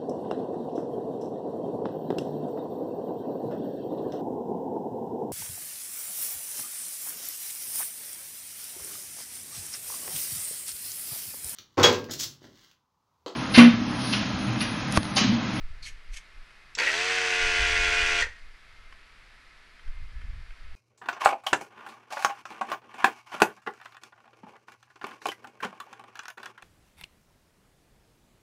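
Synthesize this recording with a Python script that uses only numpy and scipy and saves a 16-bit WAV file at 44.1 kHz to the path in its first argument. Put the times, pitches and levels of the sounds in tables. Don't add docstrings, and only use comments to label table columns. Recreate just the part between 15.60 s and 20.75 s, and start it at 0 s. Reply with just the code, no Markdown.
import sys
import numpy as np
from scipy import signal
from scipy.fft import rfft, irfft, next_fast_len
from scipy.io import wavfile
from scipy.ndimage import uniform_filter1d, map_coordinates

SR = 44100
rng = np.random.default_rng(int(sys.argv[2]) if len(sys.argv) > 2 else 0)


def natural_amplitude(level_db):
    exponent = np.asarray(level_db, float) / 20
    return 10 ** exponent


def pcm_store(signal):
    levels = np.round(np.clip(np.atleast_2d(signal), -1, 1) * 32767)
    wavfile.write(sys.argv[1], SR, levels.astype(np.int16).T)


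N = 227203
T_S = np.arange(N) / SR
ON_S, OFF_S, REST_S = 1.172, 2.612, 2.85
FLOW_S = ON_S + 0.018
LOADED_HZ = 88.1


def unit(x):
    return x / np.sqrt(np.mean(x ** 2) + 1e-20)


def along(points, hz):
    f, v = np.transpose(points)
    return np.interp(np.log(hz + 1), np.log(f + 1), v)


def wobble(rate_hz, size=N):
    knots = rng.standard_normal(int(size * rate_hz / SR) + 4)
    return map_coordinates(knots, [np.arange(size) * rate_hz / SR])


def filtered(x, response):
    m = next_fast_len(N + SR // 2)
    return irfft(rfft(x, m) * response(np.fft.rfftfreq(m, 1 / SR)), m)[:N]


def peak(f, hz, width_hz):
    return 1j * f * width_hz / (hz * hz - f * f + 1j * f * width_hz)


def noise(spectrum):
    return unit(filtered(rng.standard_normal(N), lambda hz: natural_amplitude(along(spectrum, hz))))


def evened(x, window_s):
    return x / np.sqrt(np.abs(uniform_filter1d(x ** 2, int(window_s * SR))) + 0.063)


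def swell(start_s, hold_s, rise_db_per_s, fall_db_per_s):
    early_s = np.maximum(start_s - T_S, 0)
    late_s = np.maximum(T_S - start_s - hold_s, 0)
    return natural_amplitude(-abs(rise_db_per_s) * early_s - abs(fall_db_per_s) * late_s)


def ring(hz, t60_s, size):
    t = np.arange(size) / SR
    return np.sin(2 * np.pi * hz * t) * natural_amplitude(-60 * t / t60_s) * (1 - np.exp(-t * hz))


def shop(x):
    # frequency in Hz, t60 in s
    decay_times = [(300, 0.083), (1900, 0.35), (3000, 0.2), (9000, 0.18)]
    hz, t, z = signal.stft(rng.standard_normal(SR // 2), SR, nperseg=256)
    decay = natural_amplitude(-60 * t / along(decay_times, hz)[:, None])
    tail = signal.istft(z * decay, SR, nperseg=256)[1]
    return signal.fftconvolve(np.pad(x, (300, 0)), tail / np.linalg.norm(tail))[:N]


def far_fan():
    # frequency in Hz, level in dB per Hz
    fan_colour = [(71, -40), (120, -3), (148, -8.5), (254, -12), (428, -11.5), (594, -13.5), (667, -8),
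                  (720, -12.5), (1280, -5), (2120, -2), (3000, -10), (4760, -13), (6480, -24),
                  (10100, -28.5), (12000, -31), (15600, -65), (22000, -120)]
    # frequency in Hz, level in dB
    hum_tones = [(1303, -72.5), (1733, -71), (2099, -70), (2509, -74.5), (9900, -89.5)]
    out = natural_amplitude(-57 + 0.13 * wobble(6.64)) * noise(fan_colour)
    for hz, db in hum_tones:
        gain = natural_amplitude(db + 1 + 3.7 * wobble(8))
        out += gain * np.sin(2 * np.pi * hz * T_S + 0.53 * wobble(40))
    return out


def moving_air():
    # centre in s, half width in s, push in dB, flutter relative to push in dB
    air_lumps = [(.03, 0.045, -29.5, -19), (.12, 0.032, -32.5, -16), (.24, .07, -41.5, -11.5),
                 (.36, .04, -39.5, -24), (.52, 0.048, -33.5, -29), (.79, 0.037, -41, -37),
                 (1.86, 0.055, -32, -13.5), (2.01, .04, -33.5, 0.5), (2.12, 0.051, -37.5, -0.5),
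                 (2.2, 0.026, -29, -10), (2.28, 0.056, -41.5, 1.5), (2.42, 0.057, -34, -7),
                 (2.53, 0.04, -38, -10), (2.64, 0.061, -38.5, -4), (2.86, 0.066, -43, -32),
                 (3.25, 0.13, -52, -16), (3.65, 0.08, -69, -12), (3.93, .06, -70, -17),
                 (4.287, 0.03, -29, -18), (4.409, 0.068, -33, -12.5), (4.57, 0.053, -37.5, -5.5),
                 (4.67, 0.048, -34, -10.5), (4.77, 0.057, -41.5, -1), (4.89, 0.057, -39, -23),
                 (5.07, 0.05, -35.5, -18), (5.14, 0.029, -44, -9)]
    # frequency in Hz, level in dB per Hz
    push_colour = [(7.1, -12.5), (12, 0.5), (32, -9), (70, -35.5), (91, -44), (150, -120)]
    # frequency in Hz, level in dB per Hz
    flutter_colour = [(32, -18.5), (55, 5), (113, -14), (145, -22.5), (260, -34.5), (340, -70), (570, -120)]
    calm_push_db, calm_flutter_db = -57.5, -70
    centre_s, half_s, push_db, flutter_db = np.transpose(air_lumps)
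    coarse_s = T_S[::64]
    shapes = np.exp(-((coarse_s[:, None] - centre_s) / half_s) ** 2)
    push_gain = np.interp(T_S, coarse_s, natural_amplitude(calm_push_db) + shapes @ natural_amplitude(push_db))
    flutter_gain = np.interp(T_S, coarse_s, natural_amplitude(calm_flutter_db) + shapes @ natural_amplitude(push_db + flutter_db))
    slow = unit(evened(noise(push_colour), 0.1))
    push = unit(slow + 0.04 * (slow ** 2 - 1))
    flutter = unit(evened(noise(flutter_colour), 0.067) * natural_amplitude(0.83 * wobble(33)))
    return push_gain * push + flutter_gain * flutter


def board_ticks():
    # start in s, peak in dB, three ring frequencies in Hz
    tick_events = [
        (0.905, -32, 1380, 1960, 2970),
        (3.324, -25.5, 1090, 2340, 3000),
        (4.193, -31.5, 1430, 1950, 3140),
        (4.277, -29, 1520, 1810, 3180),
        (4.614, -28, 1430, 2220, 3160),
        (4.905, -27.5, 1630, 2570, 3130),
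    ]
    # frequency in Hz, level in dB per Hz
    tap_colour = [(600, -15), (1000, -6), (2200, 4), (3300, -20), (5000, -16), (12000, -39)]
    out, t, grain = np.zeros(N + 6000), np.arange(6000) / SR, noise(tap_colour)
    onset = 1 - np.exp(-t / 0.002)
    for s, db, *rings_hz in tick_events:
        i = round(s * SR)
        crack = grain[i:][:len(t)] * natural_amplitude(-60 * t / 0.02) * onset
        rings = sum(12 / np.sqrt(hz) * ring(hz, 0.027, len(t)) * onset for hz in rings_hz)
        out[i:][:len(t)] += natural_amplitude(db - 5.5) * (0.5 * crack + rings)
    return out[:N]


def scuffs():
    # start in s, hold in s, level in dB, board relative in dB, tip ring relative in dB
    slip_events = [
        (0.228, 0.023, -53.5, -2, 14.5),
        (0.263, 0.026, -47.5, 3, -8),
        (.522, .003, -68, -12, -10),
        (0.541, 0.0018, -49, 2, -16),
        (0.571, .002, -45, 4, -18),
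    ]
    # frequency in Hz, level in dB per Hz
    copper_colour = [(1760, -27), (3000, -7), (5330, -6.5), (6450, -1.5), (7330, -12), (8000, -7),
                     (10000, -18), (11100, -11.5), (12000, -28), (15600, -55), (22000, -120)]
    # frequency in Hz, width in Hz, level in dB
    board_modes = [(1770, 200, -4.5), (2200, 110, 5), (2550, 150, 1.5), (3150, 260, -1.5)]
    grit = natural_amplitude(1.4 * wobble(400))

    def board_response(f):
        return sum((-1) ** k * natural_amplitude(db) * peak(f, hz, w) for k, (hz, w, db) in enumerate(board_modes))

    direct = noise(copper_colour) * grit
    board = unit(filtered(rng.standard_normal(N) * grit, board_response))
    tip = unit(filtered(rng.standard_normal(N) * grit,
                        lambda f: peak(f, 4250, 500) * peak(f, 4320, 700)))
    out = np.zeros(N)
    for s, hold_s, db, board_db, tip_db in slip_events:
        rise_db_per_s = 3500 if tip_db > 0 else 1300
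        slide = natural_amplitude(1.3) * direct + natural_amplitude(board_db) * board + natural_amplitude(tip_db - 5.5) * tip
        out += natural_amplitude(db) * swell(s, hold_s, rise_db_per_s, 850) * slide
    return out


def trigger():
    # start in s, peak in dB, main ring in Hz, crack decay scale in s
    snap_events = [
        (1.1511, -19, 5510, 0.11),
        (1.1806, -22, 4600, 0.05),
        (1.1865, -13, 4550, 0.037),
        (1.1995, -13.5, 4540, 0.02),
        (2.608, -15.5, 5960, 0.036),
    ]
    # frequency in Hz, level in dB per Hz
    snap_colour = [(1200, -13), (2200, 8.5), (4000, 9), (7500, 5), (9000, -20), (12000, -38)]
    out, t, grain = np.zeros(N + 6000), np.arange(6000) / SR, noise(snap_colour)
    for s, db, hz, t60_s in snap_events:
        i = round(s * SR)
        decay = natural_amplitude(-60 * t / (0.33 * t60_s)) + 0.082 * natural_amplitude(-60 * t / (1.5 * t60_s))
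        crack = grain[i:][:len(t)] * decay * (1 - np.exp(-t / 0.00043))
        rings = 1.3 * ring(hz, 0.016, len(t)) + 0.5 * ring(1.38 * hz, 0.011, len(t))
        out[i:][:len(t)] += natural_amplitude(db - 9) * (0.6 * crack + rings)
    return out[:N]


def pump_strokes():
    # start in s, peak in dB, low thud relative in dB
    stroke_events = [(1.1876, -26, -7.5), (1.198, -24.5, -9), (1.2024, -22, -5), (1.2164, -22, -8),
                     (1.2386, -20, -19), (1.2714, -13.5, -17.5), (2.6224, -15.5, -14), (2.6425, -22, -12.5),
                     (2.6668, -38, 2.5), (2.6874, -38, -22), (2.7044, -47, -10)]
    # frequency in Hz, level in dB, t60 in s
    case_rings = [(497.3, 11, 0.026), (936, 9, .024), (1907, 4.5, 0.04), (2030, 0, 0.035), (1620, -5, .022),
                  (2500, -6, .025)]
    out, size = np.zeros(N + 6000), 6000
    for s, db, thud_db in stroke_events:
        knock = np.zeros(size)
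        for hz, ring_db, t60_s in case_rings:
            gain_db = ring_db + (hz < 1200) * thud_db + 4.3 * wobble(210, size=size)
            knock += natural_amplitude(gain_db) * ring(hz, t60_s, size)
        out[round(s * SR):][:size] += natural_amplitude(db - 8.5) * knock
    return out[:N]


def housing(f):
    # frequency in Hz, width in Hz, boost in dB
    case_modes = [(470, 39, 2.5), (896, 68, 4), (1335, 240, 6), (1910, 12, 6), (2440, 130, -0.5),
                  (2640, 180, 3), (4600, 590, -0.5), (5950, 260, 2), (10300, 1300, -0.5)]
    return np.prod([1 + (natural_amplitude(db) - 1) * peak(f, hz, w) for hz, w, db in case_modes], axis=0)


def pump_air(running, off_s, slower_hz, load_hz, turn):
    # frequency in Hz, level in dB per Hz
    air_colour = [(120, -60), (200, -18), (357, -16), (398, -15), (444, -4), (580, -23.5), (703, -4),
                  (1230, -8), (1450, 5.5), (2570, 9.5), (3600, -8), (4680, -6), (7920, -120)]
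    # frequency in Hz, level in dB per Hz
    jet_colour = [(1880, -23), (3200, 0.5), (3460, -1.5), (4170, -5), (4530, -2.5), (5560, -6.5),
                  (6040, -5.5), (7020, -11.5), (8240, -14), (8710, -19), (9460, -18.5), (10300, -30),
                  (12000, -33.5), (15600, -64), (22000, -120)]
    flow_db = -26.5 + 0.1558 * load_hz + 0.03 * np.minimum(slower_hz, 0)
    vent = swell(FLOW_S, OFF_S + 0.015 - FLOW_S, 1496, 700)
    leak = (off_s > 0) * natural_amplitude(-45.5 - 90 * off_s)
    flow = running * (natural_amplitude(flow_db) * vent + leak)

    throb = np.clip(0.17 + 0.0041 * slower_hz, 0, 1)
    strength = natural_amplitude(1.6 * wobble(100) + 0.6 * wobble(35))
    puffs = (1 + throb * (np.cos(turn) + 0.18 * np.cos(2 * turn))) * strength
    body = unit(filtered(noise(air_colour), housing)) * puffs
    jet = unit(filtered(noise(jet_colour), housing))
    jet *= (1 + 1.06 * throb * np.cos(turn - 1.2)) * natural_amplitude(0.59 * wobble(200))
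    fizz = unit(filtered(rng.standard_normal(N), lambda f: peak(f, 10970, 1600) ** 4))
    fizz *= natural_amplitude(-41.5 + 0.3 * load_hz) * natural_amplitude(2.4 * wobble(38))
    air = flow * (natural_amplitude(-4.5) * body + natural_amplitude(-8 - 0.24 * load_hz) * jet + fizz)

    cavity = filtered(air, lambda f: peak(f, 1830, 45) + peak(f, 2000, 40) + peak(f, 2036, 45))
    shake = unit(filtered(puffs * rng.standard_normal(N),
                          lambda f: peak(f, 470, 62) - peak(f, 1050, 170) + 0.5 * peak(f, 630, 150)))
    shake_gain = natural_amplitude(-58.5 + 0.5646 * slower_hz) * swell(FLOW_S, OFF_S - FLOW_S, 610, 561)
    return air + running * shake_gain * shake + natural_amplitude(-7) * cavity


def pump_whine(running, off_s, slower_hz, turn):
    # multiple of shaft speed, level in dB
    shaft_orders = [(1, -19.5), (2, -23.5), (3, -23.5), (4, -13), (5, -9), (6, -19), (7, -15.5), (8, -5),
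                    (9, -19.5), (10, -13.5), (11, -14), (12, -11), (13, -9.5), (14, -30), (15, -23),
                    (16, 0.5), (17, -3.5), (18, -1.5), (19, -0.5), (20, -23), (21, -33), (22, -3.5),
                    (23, 3), (24, -9), (25, 0), (26, -44), (27, -2.5), (28, 3), (29, -7), (30, -4),
                    (31, -4), (32, -6.5), (33, -6), (34, -4.5), (35, -16), (36, -27), (37, -22), (38, -8.5),
                    (39, -8.5)]
    turn = turn[running]
    seated = np.maximum(swell(1.8, REST_S, 30, 0), natural_amplitude(-9))[running]
    orders = np.zeros(len(turn))
    for k, db in shaft_orders:
        gain = natural_amplitude(db) * natural_amplitude((0.6 + 0.06 * k) * wobble(18, size=len(turn)))
        drift = 0.014 * k * wobble(30, size=len(turn))
        phase = k * turn - 0.11 * k * k + rng.normal(0, 0.9) + drift
        orders += gain * (seated if k > 13 else 1) * np.sin(phase)
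    whine = np.zeros(N)
    whine[running] = orders
    whine = filtered(whine, lambda f: 1 + 1.47 * peak(f, 473, 73))
    whine_db = -42 - 0.37 * np.maximum(slower_hz, 0) - 300 * off_s
    return running * natural_amplitude(whine_db + 6.5) * whine


def pump():
    # time in s, speed in Hz
    speed_points = [(1.172, 57.2), (1.236, 67.73), (1.3, 78), (1.388, 87.76), (1.452, 92), (1.56, 92.86),
                    (1.712, 90.5), (1.91, 88.56), (2.612, 87.08)]
    coast_hz, brake_s = 29.2, 0.03
    running = (T_S > ON_S) & (T_S < REST_S)
    off_s = np.maximum(T_S - OFF_S, 0)
    powered_hz = np.interp(T_S, *np.transpose(speed_points))
    shaft_hz = coast_hz + (powered_hz - coast_hz) * np.exp(-off_s / brake_s)
    slower_hz = LOADED_HZ - shaft_hz
    load_hz = np.clip(LOADED_HZ - powered_hz, 0, None)
    turn = 2 * np.pi * np.cumsum(shaft_hz * (1 + 0.00076 * wobble(29.76))) / SR
    whine = pump_whine(running, off_s, slower_hz, turn)
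    return whine, pump_air(running, off_s, slower_hz, load_hz, turn)


def scene():
    background = far_fan() + moving_air()
    scuff = scuffs()
    whine, air = pump()
    tool = air + board_ticks() + trigger() + pump_strokes()
    room = natural_amplitude(-10) * shop(tool + 0.86 * scuff + 0.14 * whine)
    return (whine + tool + scuff + room + background)[None]


def band_limit(x):
    return signal.sosfilt(signal.butter(12, 12240, fs=SR, output="sos"), x)


def record(dry):
    start = np.clip(T_S / 0.008, 0, 1)
    mix = filtered(dry[0] * start, lambda hz: hz < 12000)[None]
    return band_limit(mix)


dry = scene()
out = record(dry)
pcm_store(out)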